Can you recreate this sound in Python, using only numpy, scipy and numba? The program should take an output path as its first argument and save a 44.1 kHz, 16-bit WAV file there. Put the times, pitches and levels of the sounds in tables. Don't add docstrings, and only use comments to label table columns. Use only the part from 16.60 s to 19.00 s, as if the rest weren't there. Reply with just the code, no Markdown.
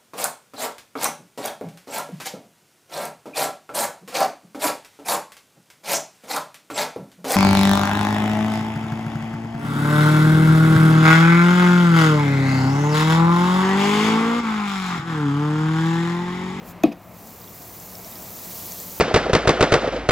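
import sys
import numpy as np
from scipy import signal
from scipy.fft import rfft, irfft
from scipy.io import wavfile
from scipy.ndimage import uniform_filter1d
from numba import njit

SR = 44100
rng = np.random.default_rng(int(sys.argv[2]) if len(sys.argv) > 2 else 0)


def output_pcm(signal):
    pcm = np.clip(np.atleast_2d(signal).T, -1, 1) * 32767
    wavfile.write(sys.argv[1], SR, np.round(pcm).astype(np.int16))


def voltage_ratio(decibels):
    exponent = np.asarray(decibels, float) / 20
    return 10 ** exponent


N = 105840

# (frequency [Hz], density [dB/Hz])
ROOM_AIR = [(20, -16), (60, -2), (250, -2), (1100, -6.5), (1450, -14), (2400, -15), (3200, -23),
            (9000, -38)]
# (frequency [Hz], width [Hz], level [dB])
ROOM_HUMS = [(102.3, 24, -54), (177.9, 24, -48), (218, 21, -56)]
# (time [s], level [dB])
TREMBLE_LEVEL = [
    (0, -61),
    (.3, -53.5),
    (.8, -59),
    (1.08, -54.5),
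    (1.2, -68),
    (1.4, -48),
    (1.62, -53.5),
    (1.8, -59),
    (2.05, -50.5),
    (2.4, -63),
]
# (time [s], blow [dB], push length [s], tick [dB], tick softness [ratio])
CONTACTS = [
    (0.2364, -14.5, 0.00077, -16, 1.07),
    (.2605, -31.5, 0.00076, -55, 3.7),
    (0.2749, -20, 0.0033, -60, 2.5),
    (0.318, -38, 0.00035, -39, 2.3),
    (0.3256, -51, .0007, -26, 3.3),
]
# (frequency [Hz], level [dB], t60 [s])
BOWL_MODES = [(169, -11, 0.27), (225.9, 6, 0.1), (290, -2, 0.19), (340, -16.5, 0.32), (440.4, -8, 0.095),
              (507, -5, 0.16), (648, 3, 0.047), (681, 1, 0.091), (751, -15.5, 0.1), (1133, -7, 0.054),
              (1267, -12.5, 0.089), (2495, 5, 0.038)]
# (frequency [Hz], width [Hz], level [dB])
TICK_BANDS = [(1790, 250, -5.5), (2490, 760, -2), (3620, 680, -2), (4930, 430, -4.5), (6070, 1060, -7.5),
              (9300, 750, -10.5), (12400, 710, -1.5), (14500, 2300, -14)]
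# (frequency [Hz], density [dB/Hz])
WASH_COLOUR = [(90, -6.5), (220, 5), (700, 4.5), (1300, -19), (1900, -12.5), (2550, -13.5), (4000, -19),
               (7000, -36)]
# (time [s], level [dB])
FIZZ_LEVEL = [(0, -66), (.05, -52.5), (.09, -46.5), (.115, -49), (.135, -62), (.22, -66), (.3, -65.5),
              (.45, -58.5), (.53, -54.5), (.6, -50), (.7, -47.5), (1.05, -44.5), (1.3, -43), (1.7, -41.5),
              (1.8, -40), (1.95, -37.5), (2.15, -37.5), (2.4, -37.5)]
# (frequency [Hz], density [dB/Hz])
SWARM_COLOUR = [(700, -40), (2200, -17), (4200, -9.5), (7000, -6.5), (9400, -11), (13600, 0), (15500, 0),
                (16000, -8)]
# (time [s], peak [dB], pitch [Hz])
LARGE_POPS = [(0.6094, -53, 4720), (0.6734, -41, 6880), (0.8175, -41, 4870), (0.8426, -44, 3880),
              (0.8774, -43, 3370), (1.2007, -33, 7380), (1.2615, -42, 6950), (1.3538, -32, 5300),
              (1.3994, -47, 4050), (1.4466, -33, 5570), (1.5234, -39.5, 3640), (1.5564, -36, 5070),
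              (1.6234, -37, 7340), (1.7694, -37, 7110), (2.113, -38, 4560), (2.1212, -26.5, 6370),
              (2.2015, -26, 7100), (2.3174, -35, 6240)]
# (frequency [Hz], difference [dB])
LEFT_MINUS_RIGHT = [(60, 2), (200, 3.5), (380, -0.2), (700, 1.5), (1290, 2.5), (2380, -0.7), (4400, -4),
                    (8120, 1), (12000, 0.5)]
# (frequency [Hz], level [dB])
UNSHARED = [(60, -24.5), (500, -15.5), (1200, -43), (2400, -67), (5500, -13.5), (9000, -2), (11500, -13),
            (16000, -48)]

ROOM_DB = -42.5
WALL_HZ, WALL_WIDTH_HZ = 664, 134
SWELL_S = 0.0055
TICK_LEAD_S, TICK_DECAY_S, TICK_TOP_HZ = 0.0018, 0.0012, 14000
THUMP_S, THUMP_HZ, THUMP_SAG_HZ_PER_S, THUMP_DB = 0.2372, 318, 1100, 0
THUMP_RISE_S, THUMP_FADE_S, THUMP_END_S, THUMP_CHOKE_S = 0.0032, 0.022, 0.0195, 0.0025
WASH_DB, WASH_T60_S = -24, 0.25
BURSTS_PER_S, BURST_CYCLES, BURST_SCATTER_DB, BURST_GLIDE = 9000, 3, 3.0, 0.058
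MIST_DB = 1.5
POP_CYCLES, POP_GLIDE = 46, 0.06
STRAYS_PER_S, STRAY_DB = 74, -10
DUCK_DB, DUCK_S, RECOVER_S = -4.5, 0.234, 1.87
TOP_HZ = 15900


def level(x, db):
    return x * voltage_ratio(db) / np.sqrt(np.mean(x ** 2))


def along(table, hz):
    table = np.array(table, float)
    return np.interp(np.log(np.maximum(hz, 1)), np.log(table[:, 0]), table[:, 1])


def colour(x, table, share=1):
    gain_db = share * along(table, np.fft.rfftfreq(N, 1 / SR))
    return irfft(rfft(x) * voltage_ratio(gain_db), N)


def band(x, hz, width_hz):
    return signal.lfilter(*signal.iirpeak(hz, hz / width_hz, fs=SR), x)


def walk(rate_hz):
    k = int(SR / rate_hz)
    steps = np.repeat(rng.standard_normal(N // k + 1), k)
    return 1.98 * uniform_filter1d(uniform_filter1d(steps, k), k)[:N]


def decay(t, t60_s):
    return np.exp(-np.log(1000) * t / t60_s)


def room():
    swell_db = 0.5 * walk(1)
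    air = np.zeros(N)
    for hz in 30 * 2 ** np.arange(0, 9.1, 0.5):
        air += band(rng.standard_normal(N), hz, hz / 2) * voltage_ratio(swell_db + 0.4 * walk(8.4))
    hums = np.zeros(N)
    for hz, width_hz, db in ROOM_HUMS:
        hum = band(band(rng.standard_normal(N), hz, width_hz), hz, width_hz)
        hums += level(hum, db) * voltage_ratio(walk(6.27))
    return level(colour(air, ROOM_AIR), ROOM_DB) + hums


def gain_control(t):
    since = t - DUCK_S
    duck_db = DUCK_DB * (since > 0) * np.exp(-np.maximum(since, 0) / RECOVER_S)
    return voltage_ratio(uniform_filter1d(duck_db, size=400))


def tremble(t):
    wall = band(band(rng.standard_normal(N), WALL_HZ, WALL_WIDTH_HZ), WALL_HZ, WALL_WIDTH_HZ)
    db = np.interp(t, *np.array(TREMBLE_LEVEL).T) + 1.6 * walk(38)
    return level(wall, 0) * voltage_ratio(db)


def bowl_ring(t):
    ring = np.zeros(N)
    for hz, db, t60_s in BOWL_MODES:
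        swell = 1 - np.exp(-t * (hz / 300) ** 2 / SWELL_S)
        ring += voltage_ratio(db) * np.sin(2 * np.pi * hz * t) * decay(t, t60_s) * swell
    return ring[:SR // 2]


def contact_push(t):
    push = np.zeros(N)
    for at, blow_db, length_s, _, _ in CONTACTS:
        shape = np.exp(-0.5 * ((t - at) / (length_s / 8)) ** 2)
        push -= voltage_ratio(blow_db) * shape / shape.sum()
    return push


def contact_tick(t):
    grit = np.zeros(N)
    for at, _, _, tick_db, soft in CONTACTS:
        age = np.maximum(t - at + TICK_LEAD_S * soft, 0) / (TICK_DECAY_S * soft)
        burst = voltage_ratio(tick_db) * age * np.exp(1 - age) * rng.standard_normal(N)
        dull = np.exp(-2 * np.pi * TICK_TOP_HZ / soft ** 2 / SR)
        grit += signal.lfilter([1 - dull], [1, -dull], burst)
    return sum(voltage_ratio(db) * band(grit, hz, width_hz) for hz, width_hz, db in TICK_BANDS)


def thump(t):
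    age = np.clip(t - THUMP_S, 0, 0.05)
    rise = 1 - np.exp(-(age / THUMP_RISE_S) ** 2)
    choke = 0.5 * (1 - np.tanh((age - THUMP_END_S) / THUMP_CHOKE_S))
    swing = rise * np.exp(-age / THUMP_FADE_S) * choke
    cycles = THUMP_HZ * age - 0.5 * THUMP_SAG_HZ_PER_S * age ** 2
    return band(voltage_ratio(THUMP_DB) * swing * np.sin(2 * np.pi * cycles), 378, 500)


def wash(t):
    since = np.maximum(t - THUMP_S, 0)
    noise = level(colour(rng.standard_normal(N), WASH_COLOUR), WASH_DB)
    return noise * (since > 0) * decay(since, WASH_T60_S)


def knocks(t):
    ringing = signal.fftconvolve(contact_push(t), bowl_ring(t))[:N]
    return ringing + contact_tick(t) + thump(t) + wash(t)


@njit
def bubbles(n, start, hz, cycles, size, glide, sr):
    out = np.zeros(n)
    for k in range(len(start)):
        length = cycles[k] * sr / hz[k]
        p = np.exp(2j * np.pi * hz[k] / sr - 6.9 / length)
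        turn = np.exp(2j * np.pi * hz[k] / sr * glide / length)
        z = size[k] + 0j
        for i in range(start[k], min(n, start[k] + int(length))):
            out[i] += z.imag
            z *= p
            p *= turn
    return out


def swarm():
    when, pitch, rarity, spread = rng.random((int(BURSTS_PER_S * N / SR), 4)).T
    start = (when * N).astype(np.int64)
    hz = 2000 + 14500 * pitch
    cycles = BURST_CYCLES * hz / 6000 * (0.5 + spread)
    size = voltage_ratio(-BURST_SCATTER_DB * np.log(1 - 0.99 * rarity))
    bursts = bubbles(N, start, hz, cycles, size, BURST_GLIDE, float(SR))
    mist = level(rng.standard_normal(N), MIST_DB)
    return level(colour(level(bursts, 0) + mist, SWARM_COLOUR), 1.94)


def strays():
    when, pitch, weight = rng.random((int(STRAYS_PER_S * N / SR), 3)).T
    start = (when * N).astype(np.int64)
    hz = 5000 * 3.34 ** pitch
    size = voltage_ratio(STRAY_DB + 15 * weight)
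    return bubbles(N, start, hz, POP_CYCLES * (0.5 + weight), size, POP_GLIDE, float(SR))


def pops():
    at, peak_db, hz = np.array(LARGE_POPS).T
    start = (at * SR).astype(np.int64)
    return bubbles(N, start, hz, POP_CYCLES + 0 * at, voltage_ratio(peak_db + 3.5), POP_GLIDE, float(SR))


def fizz(t):
    surge_db = np.interp(t, *np.array(FIZZ_LEVEL).T) + 0.2 * walk(9.7) + 0.32 * walk(40.55)
    return (swarm() + strays()) * voltage_ratio(surge_db) + pops()


def scene():
    t = np.arange(N) / SR
    duck = gain_control(t)
    hit = knocks(t)
    mid = fizz(t) + tremble(t) + room() * duck + hit
    apart = fizz(t) + room() * duck + 0.58 * np.roll(hit, shift=12)
    side = colour(apart, UNSHARED)
    left = colour(mid + side, LEFT_MINUS_RIGHT, 0.5)
    right = colour(mid - side, LEFT_MINUS_RIGHT, -0.5)
    return np.array([left, right])


def band_limit(x):
    return signal.sosfilt(signal.butter(12, 16870, fs=SR, output="sos"), x)


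def record(dry):
    top_cut = signal.ellip(14, 0.3, 80, TOP_HZ, fs=SR, output="sos")
    mix = signal.sosfilt(top_cut, np.clip(dry, -0.96, 0.96))
    return band_limit(mix)


dry = scene()
out = record(dry)
output_pcm(out)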